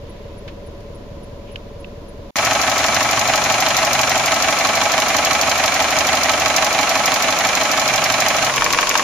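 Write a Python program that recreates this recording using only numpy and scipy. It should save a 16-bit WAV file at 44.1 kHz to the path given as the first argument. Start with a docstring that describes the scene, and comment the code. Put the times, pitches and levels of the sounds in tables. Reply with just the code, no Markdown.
"""A warm four-cylinder petrol engine idles, heard from three places in turn, joined by hard cuts.
First the cabin: a dull throb of low noise and crank-locked tones, with small clicks and faint high pips.
After a near-silent moment, the open engine bay: dense clatter on a soft beat, with hums, whine and draught.
Last, close by the throttle, hard knocks stand over a steady whirr as the whine and draught go on.
In bay and throttle, each camshaft turn repeats valve-train knocks and two injector ticks, as noise bursts."""
import sys
import numpy as np
from scipy import signal
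from scipy.fft import rfft, irfft, next_fast_len
from scipy.io import wavfile
from scipy.ndimage import uniform_filter1d

SR = 44100
rng = np.random.default_rng(int(sys.argv[2]) if len(sys.argv) > 2 else 0)


def master_out(mix):
    """Clip the mix to full scale and print it as 16-bit PCM to the path in sys.argv[1]."""
    frames = np.transpose(np.atleast_2d(mix))
    ceiling = np.clip(frames, -1, 1)
    pcm = np.round(ceiling * 32767).astype(np.int16)
    wavfile.write(sys.argv[1], SR, pcm)


N = 398223


def from_db(db):
    """Decibels to a gain."""
    return 10 ** (np.asarray(db) / 20)


def curve(rows, at, axis=1):
    """Straight lines between the rows of a table."""
    rows = np.array(rows, float)
    return np.interp(at, rows[:, 0], rows[:, axis])


def at_hz(points, hz):
    """Straight lines between the points of a table, on a logarithmic frequency scale."""
    points = np.array(points, float)
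    return np.interp(np.log(hz + 1), np.log(points[:, 0]), points[:, 1])


def panned(db):
    """Left and right gains for a level difference."""
    return from_db(np.array([[.5], [-.5]]) * db)


def butter(x, hz, kind):
    """Gentle second-order low, high or band filter."""
    edges = np.clip(hz, 10, .45 * SR)
    return signal.sosfilt(signal.butter(2, edges, kind, fs=SR, output="sos"), x)


def colour(x, spectrum, resonances, tilt_db=0, size=4096):
    """Causal filter made of a broad spectrum, resonances and a tilt; without a spectrum it starts flat."""
    hz = np.fft.rfftfreq(size, 1 / SR)
    db = at_hz(spectrum, hz) + 10 * np.log10(SR / 2) if spectrum else 0
    db = db + tilt_db * np.log2(np.maximum(hz, 250) / 2300)
    db = db + sum(gain / (1 + (2 * (hz - centre) / width) ** 2) for centre, width, gain in resonances)
    # folding the cepstrum forward gives minimum phase: nothing sounds before its cause
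    cepstrum = irfft(np.log(from_db(db)))
    cepstrum[1:size // 2] *= 2
    cepstrum[size // 2 + 1:] = 0
    response = irfft(np.exp(rfft(cepstrum)))
    return signal.oaconvolve(x, response[None], axes=1)[:, :x.shape[1]]


def swell(t, start, end, fade_s):
    """Fade in, hold, fade out."""
    return np.clip(np.minimum(t - start, end - t) / fade_s, 0, 1)


# moving air on the microphone ports, before its level curve: (frequency [Hz], density [dB per Hz])
DRAUGHT_SPECTRUM = [(30, -73), (90, -72.5), (200, -75), (400, -78), (1000, -105)]
# how strongly the air moves: (time [s], gain [dB])
DRAUGHT_GAIN = [(2.4, -4), (8.3, -33), (8.6, 17), (9.0, 7)]


def draught(t):
    """A low flutter of turbulent air, different in each port."""
    air = colour(rng.standard_normal((2, len(t))), DRAUGHT_SPECTRUM, [])
    return from_db(curve(DRAUGHT_GAIN, t)) * air


# low hums that creep up in pitch: (start [s], end [s], pitch at start [Hz], rise [Hz per s],
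# level [dB rms], roughness [0-1])
HUM_SWELLS = [(2.209, 4.398, 102.2, 15, -39.5, 0.85), (2.304, 5.1, 65.8, 9.5, -46.5, 0.5),
              (4.991, 6.7, 77, 4, -42, .4), (7.704, 8.75, 126, 8.5, -39.5, 0.5)]


def hum(t, fade_s=0.2, wander_hz=13):
    """Each swell is a slowly rising tone, part clean and part a narrow band of noise."""
    out = 0
    for start, end, hz, rise_hz_per_s, db, rough in HUM_SWELLS:
        rough = np.clip(rough, 0, 1)
        wander = butter(rng.standard_normal((2, len(t))), wander_hz, "low")
        phase = 2 * np.pi * np.cumsum(hz + rise_hz_per_s * (t - start)) / SR
        noisy = (wander[0] * np.cos(phase) + wander[1] * np.sin(phase)) / wander.std()
        clean = np.sqrt(2 * (1 - rough ** 2)) * np.sin(phase)
        out = out + from_db(db) * swell(t, start, end, fade_s) * (rough * noisy + clean)
    return out


# a thin whine, perhaps an electric motor: (start [s], end [s], level [dB rms])
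WHINE_SPELLS = [(2.2, 4.2, -52), (4.4, 7.8, -42), (8.4, 9.1, -39)]


def whine(t, hz=487.4, fade_s=0.14, octave_db=-40.5):
    """A tone of fixed pitch that comes and goes under its steady octave."""
    phase = 2 * np.pi * hz * t
    level = sum(from_db(db) * swell(t, start, end, fade_s) for start, end, db in WHINE_SPELLS)
    return np.sqrt(2) * (level * np.sin(phase) + from_db(octave_db) * np.sin(2 * phase))


def pips(t, hz=10560, db=-50, first_s=.0935, every_s=.2843, length_s=.018):
    """A faint, very high sine is gated on briefly at an even pace, with softened edges."""
    is_on = (t - first_s) % every_s < length_s
    gate = uniform_filter1d(1. * is_on, size=130)
    return from_db(db) * gate * np.sin(2 * np.pi * hz * t)


# small clicks and rubs in the cabin: (time [s], level before envelope and pan [dB], centre [Hz],
# width [octaves], rise [ms], decay [ms])
CABIN_CLICKS = [(0.02, -49.5, 2400, 1.1, 40, 380), (0.477, -30.5, 2100, 1.54, 2.2, 11.6),
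                (.8041, -45, 4500, 2.2, .5, 6), (1.465, -37, 2750, .45, 37, 35),
                (1.558, -15.5, 2620, 0.46, 0.34, 1.9), (1.559, -35.5, 2300, 2.2, .5, 5.5),
                (1.844, -26.5, 2560, 0.53, .5, 2.5)]


def cabin_clicks(t):
    """Short bursts of band-limited noise, each rising and dying away."""
    out = 0
    for start, db, hz, octaves, rise_ms, decay_ms in CABIN_CLICKS:
        ms = np.maximum(t - start, 0) * 1000
        envelope = (1 - np.exp(-ms / rise_ms)) * np.exp(-ms / decay_ms)
        burst = rng.standard_normal((2, len(t))) * envelope
        edges = hz * 2 ** (np.array([-.5, .5]) * octaves)
        even_power = np.sqrt(SR / 2 / np.ptp(edges))   # narrow bands as strong as wide ones
        out = out + from_db(db) * even_power * butter(burst + 1e-18, edges, "band")
    return out * panned(-1.5)


def cam_turns(span, idle_rpm, tick_s, surges=(), surge_s=.768):
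    """Times of a span, and the camshaft's angle in turns from tick_s: one turn for two of the crank."""
    t = np.arange(int(span[0] * SR), min(int(span[1] * SR), N)) / SR
    hunting = sum(extra * np.exp(-((t - s) / surge_s) ** 2) for s, extra in surges)
    rpm = np.full(len(t), idle_rpm) + hunting
    turns = np.cumsum(rpm) / (120 * SR)
    return t, turns - np.interp(tick_s, t, turns)


def even_turn(period, count=6):
    """White noise of one turn, smoothed octave by octave so that no spot of the turn sticks out."""
    spectrum = np.exp(2j * np.pi * rng.random((2, period))) * np.sqrt(period)
    hz = np.arange(period) * SR / period
    for low in (520, 1040, 2080):
        band = (hz >= low) & (hz < 2 * low)
        for _ in range(count):
            # flatten the envelope in time, then the spectrum, over and over
            steady = np.exp(1j * np.angle(np.fft.ifft(spectrum * band)))
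            flat = np.exp(1j * np.angle(np.fft.fft(steady))) * np.sqrt(period)
            spectrum = np.where(band, flat, spectrum)
    return irfft(spectrum[:, :period // 2 + 1])


# what every turn has in common: (frequency [Hz], share of power alike on every turn [0-1])
REPEATED_SHARE = [(60, 0.8), (300, 0.6), (700, 0.84), (1300, 0.94), (2500, 0.36), (5000, 0.061),
                  (10000, 0.045)]
# stereo spread, before any widening and capped at 0 dB: (frequency [Hz], side against mid [dB])
STEREO_WIDTH = [(100, -30), (400, -15), (700, -18), (1000, -13.5), (1500, -9), (2300, -4), (4000, -1.5),
                (12000, 0.5)]


def engine_noise(turns, wider_db=0):
    """White stereo excitation: the same metal surfaces meet on every turn, so part of it repeats."""
    n, size = len(turns), next_fast_len(len(turns), real=True)
    period = 2 * int(n / (turns[-1] - turns[0]) / 2)
    locked = [np.interp(turns % 1 * period, np.arange(period), row) for row in even_turn(period)]
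    hz = np.fft.rfftfreq(size, 1 / SR)
    share = np.clip(at_hz(REPEATED_SHARE, hz), 0, 1)
    width = from_db(np.minimum(at_hz(STEREO_WIDTH, hz) + wider_db, 0))
    fresh = rng.standard_normal((2, size))
    mid, side = np.sqrt(share) * rfft(locked, size) + np.sqrt(1 - share) * rfft(fresh)
    stereo = (mid + width * side * [[1], [-1]]) / np.sqrt(1 + width ** 2)
    return irfft(stereo, size)[:, :n]


def whirr(turns, spectrum, body, low_hz, wider_db=0):
    """The running noise of belts, gears and bearings, coloured by the body it rings in."""
    return butter(colour(engine_noise(turns, wider_db), spectrum, body), low_hz, "high")


# where the whirr sits in stereo: (frequency [Hz], left-right difference [dB])
WHIRR_SIDES = [(1000, 0.5), (1500, 3.5), (2300, -5.5), (4000, -1.5), (6500, 6), (13000, -0.5)]


def placed(x):
    """Different parts of the engine lie to different sides, so each frequency has its own pan."""
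    size = next_fast_len(x.shape[1], real=True)
    gains = panned(at_hz(WHIRR_SIDES, np.fft.rfftfreq(size, 1 / SR)))
    return irfft(rfft(x, size) * gains, size)[:, :x.shape[1]]


def throb(turns, at, depth_db):
    """Four firings a camshaft turn swell and relax the noise."""
    return from_db(depth_db * np.cos(8 * np.pi * (turns - at)))


def orders(turns, table):
    """Sines locked to the crankshaft, at multiples of its speed."""
    out = 0
    for multiple, db in table:
        phase = 2 * np.pi * (2 * round(multiple) * turns + rng.random())
        out = out + np.sqrt(2) * from_db(db) * np.sin(phase)
    return out


def blows(turns, at, decay_ms, crack, spread_db, rise_ms=0.26):
    """Envelope of a contact made once a turn: a short crack and a decay, with a new strength each time."""
    count, since = np.divmod(turns - at, 1)
    ms = since * len(turns) / (turns[-1] - turns[0]) * 1000 / SR
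    strengths = from_db(spread_db * rng.standard_normal(int(np.ptp(count)) + 1))
    strength = strengths[(count - count[0]).astype(int)]
    fall = np.exp(-ms / decay_ms) + crack * np.exp(-ms / 0.85)
    return strength * fall * (1 - np.exp(-ms / rise_ms))


# one injector tick before its strength and ring: (frequency [Hz], density [dB per Hz])
TICK_SPECTRUM = [(1500, -102), (3200, -62.5), (4200, -53.5), (6500, -49.5), (9000, -60.5), (12000, -69.5),
                 (15000, -74)]
# how the injector rings: (centre [Hz], width [Hz], boost [dB])
TICK_RING = [(13140, 1400, 16.5)]


def injectors(turns, first_db, second_db, decay_ms, pan_db):
    """The injectors fire in pairs, half a turn apart, as ringing bursts of fresh noise."""
    ticks = 0
    for at, db in ((0, first_db), (.5, second_db)):
        ticks = ticks + from_db(db) * blows(turns, at, decay_ms, crack=0.14, spread_db=1.8)
    bursts = rng.standard_normal((2, len(turns))) * ticks
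    return panned(pan_db) * colour(bursts, TICK_SPECTRUM, TICK_RING)


def knocks_of_turn(contacts, cylinders, first_knock_turns=.1205):
    """Cylinders take even turns at the same contacts, with their own strength and hardness."""
    rows = []
    for k, (clack_db, knock_db, hard_db) in enumerate(cylinders):
        for j, (after, db, tilt_db, decay_ms, pan_db) in enumerate(contacts):
            at = first_knock_turns + k / len(cylinders) + after
            is_clack, is_knock = j == 0, j == 1   # any rebounds share the knock's strength
            own_db = clack_db if is_clack else knock_db
            rows.append((at, db + own_db, tilt_db + is_knock * hard_db, decay_ms, pan_db))
    return rows


# one knock before its strength, tilt and body: (frequency [Hz], density [dB per Hz])
KNOCK_SPECTRUM = [(100, -91.5), (250, -64.5), (450, -74), (700, -48.5), (1600, -49.5), (2300, -50),
                  (3200, -54), (4500, -62.5), (6500, -61), (10000, -77), (14000, -88)]


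def valve_train(turns, knocks, body, crack, spread_db, size=300):
    """Each knock shakes the block with a burst of its own hardness."""
    noise, out = engine_noise(turns), 0
    for k, (at, db, tilt_db, decay_ms, pan_db) in enumerate(knocks):
        shifted = np.roll(noise, k * size, axis=1)   # a different stretch of noise for each contact
        burst = shifted * blows(turns, at, decay_ms, crack, spread_db)
        out = out + from_db(db) * panned(pan_db) * colour(burst, KNOCK_SPECTRUM, body, tilt_db)
    return out


# resonances of the cabin: (centre [Hz], width [Hz], boost [dB])
CABIN_RESONANCES = [(201, 14, 0), (373, 16, -6), (489, 90, 7.5), (516, 46, -11.5), (559, 7.7, 12),
                    (996, 130, 11)]
# whirr before resonances and trims: (frequency [Hz], density [dB per Hz])
CABIN_WHIRR_SPECTRUM = [(30.0, -67), (90.0, -57), (150.0, -65), (350.0, -66), (620.0, -67), (800.0, -81),
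                        (1400.0, -84), (2500.0, -86.5), (4000.0, -88.5), (7000.0, -96), (10000.0, -100.0),
                        (14000.0, -104.0)]
# clean tones: (multiple of crank speed, level [dB rms])
CABIN_TONES = [(2, -42.5), (4, -43), (6, -50), (8, -47.5), (12, -54), (22, -50), (60, -47), (62, -47.5)]


def cabin():
    """Idling in gear: the firings throb through the bulkhead, while the faint hiss stays smooth."""
    t, turns = cam_turns(span=(0, 2.307), idle_rpm=557, tick_s=0)
    # sound reaches the cabin from all sides, so the noise is wider
    running = whirr(turns, CABIN_WHIRR_SPECTRUM, CABIN_RESONANCES, low_hz=71, wider_db=9)
    low = signal.sosfiltfilt(signal.butter(4, 850, fs=SR, output="sos"), running)
    hiss = from_db(0.4) * (running - low)
    throbbing = from_db(-0.64) * throb(turns, at=.19, depth_db=3.0) * low
    return hiss + throbbing + orders(turns, CABIN_TONES) + cabin_clicks(t) + pips(t)


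# resonances of block and covers: (centre [Hz], width [Hz], boost [dB])
BAY_RESONANCES = [(266, 116, 8.4), (384, 15, 3.2), (596, 126, 4.5), (648.5, 99, 12.47), (764, 25.3, 12),
                  (834.6, 33, 11.6), (990, 46, 0.98), (1106, 58, 6.3), (1293, 37, 9.8), (2070, 19, 3.0),
                  (2315, 97, 5.2), (2450, 110, 1.5), (4160, 340, 6.2)]
# whirr before resonances, pan and trim: (frequency [Hz], density [dB per Hz])
BAY_WHIRR_SPECTRUM = [(30.0, -67), (90.0, -62), (250.0, -64), (450.0, -63), (700.0, -59.5), (1100.0, -55),
                      (1600.0, -57), (2300.0, -56), (3200.0, -61), (4500.0, -65), (6500.0, -59.5),
                      (10000.0, -67.5), (13500.0, -78.5)]
# clean tones: (multiple of crank speed, level [dB rms])
BAY_TONES = [(2, -55), (4, -51)]
# the idle hunts in smooth surges: (time of peak [s], extra speed [rpm])
IDLE_SURGES = [(3.827, 9.07), (5.872, 7.81), (8.101, 15.18)]
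# leading clack, knock and rebounds, before cylinder strength and trim: (delay after knock [turns],
# level [dB], tilt [dB per octave], decay [ms], left-right difference [dB])
BAY_BLOWS = [(-.058, -1, 1.4, 10.1, 2), (0, 1.2, 4.5, 7.2, -1), (.025, -3, -1, 5.5, -1.5),
             (.072, -14.5, -4.5, 5.8, 4)]
# how the cylinders differ: (clack gain [dB], knock gain [dB], extra knock tilt [dB per octave])
BAY_CYLINDER_TRIMS = [(-13.5, 1, 0), (-12.5, -3, .5), (-0.5, 1, -2), (-1.5, 1.5, 1.5)]


def bay():
    """Over the alternator and the exhaust shield: a dense clatter on the rounded beat of the firings."""
    t, turns = cam_turns((2.357, 8.495), idle_rpm=723.93, tick_s=2.3655, surges=IDLE_SURGES)
    running = placed(whirr(turns, BAY_WHIRR_SPECTRUM, BAY_RESONANCES, low_hz=35.2))
    beat = (throb(turns, at=0.19, depth_db=2.5) - 1) * butter(running, 3800, "low")
    steady = from_db(-.5) * (running + beat) + orders(turns, BAY_TONES)
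    knocks = valve_train(turns, knocks_of_turn(BAY_BLOWS, BAY_CYLINDER_TRIMS), BAY_RESONANCES,
                         crack=0.097, spread_db=1.05)
    knocks = from_db(-0.62) * panned(-2.0) * knocks
    ticks = injectors(turns, first_db=0.5, second_db=3.0, decay_ms=7.4, pan_db=1.0)
    return t, steady + knocks + ticks


# resonances of block and covers: (centre [Hz], width [Hz], boost [dB])
THROTTLE_RESONANCES = [(487, 23, 11), (605, 22, 12), (821.0, 58, 0), (963, 28, 8.5), (1110, 150, 12),
                       (1426, 31, 7.5), (2340, 100.0, 3), (2800, 166.0, 2)]
# whirr before resonances, pan and trim: (frequency [Hz], density [dB per Hz])
THROTTLE_WHIRR_SPECTRUM = [(30.0, -63.0), (90.0, -77), (250.0, -59), (450.0, -60), (700.0, -55.0),
                           (1100.0, -61), (1600.0, -63), (2300.0, -57), (3200.0, -64), (4500.0, -63),
                           (6500.0, -61.5), (10000.0, -68), (13500.0, -81)]
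# leading clack and knock, before cylinder strength and trim: (delay after knock [turns],
# level [dB], tilt [dB per octave], decay [ms], left-right difference [dB])
THROTTLE_BLOWS = [(-.074, 0.5, 5, 5.5, -.5), (-.002, 4, -.5, 7.5, -0.041)]
# how the cylinders differ: (clack gain [dB], knock gain [dB], extra knock tilt [dB per octave])
THROTTLE_CYLINDER_TRIMS = [(1, -1.5, 1.5), (0, 3.5, 0.5), (0, 0.5, 0), (-15, -2.5, 5.5)]


def throttle():
    """By the valve cover: knocks with a strong crack stand out over an even whirr."""
    t, turns = cam_turns(span=(8.495, 9.04), idle_rpm=722, tick_s=8.5597)
    running = whirr(turns, THROTTLE_WHIRR_SPECTRUM, THROTTLE_RESONANCES, low_hz=35)
    steady = from_db(-0.46) * placed(running)
    knocks = valve_train(turns, knocks_of_turn(THROTTLE_BLOWS, THROTTLE_CYLINDER_TRIMS),
                         THROTTLE_RESONANCES, crack=0.92, spread_db=1.4)
    ticks = injectors(turns, first_db=5.5, second_db=3.5, decay_ms=4.4, pan_db=3.5)
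    return t, steady + from_db(-1.5) * knocks + ticks


# the microphone shifts, and the engine's treble moves: (time [s], left-right difference [dB])
TREBLE_SIDES = [(2.4, 1.5), (4.6, 1), (5.2, -0.5), (8.4, -1), (8.6, 0.5)]


def scene():
    """The three places one after the other, with a near-silent moment after the cabin."""
    inside, (t_bay, front), (t_throttle, top) = cabin(), bay(), throttle()
    t, outside = np.r_[t_bay, t_throttle], np.hstack([front, top])
    treble = outside - butter(outside, 2400, "low")
    outside = outside + (panned(curve(TREBLE_SIDES, t)) - 1) * treble
    outside = outside + hum(t) + whine(t) + draught(t)
    pause = from_db(-66) * rng.standard_normal((2, N - inside.shape[1] - len(t)))
    return np.hstack([inside, pause, outside])


# narrow treble dips of the microphone: (centre [Hz], width [Hz], gain [dB])
MICROPHONE_DIPS = [(7930, 198, -53), (8814, 600, -23.5), (11750, 270, -62)]


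def record(dry):
    """The microphone has three narrow dips in the treble; peaks are held at full scale and the top is cut."""
    heard = np.clip(colour(dry, None, MICROPHONE_DIPS), -1, 1)
    top_cut = signal.ellip(10, .1, 90, 15400, fs=SR, output="sos")   # ripple dB, depth dB, edge Hz
    return signal.sosfilt(top_cut, heard)


dry = scene()
out = record(dry)
master_out(out)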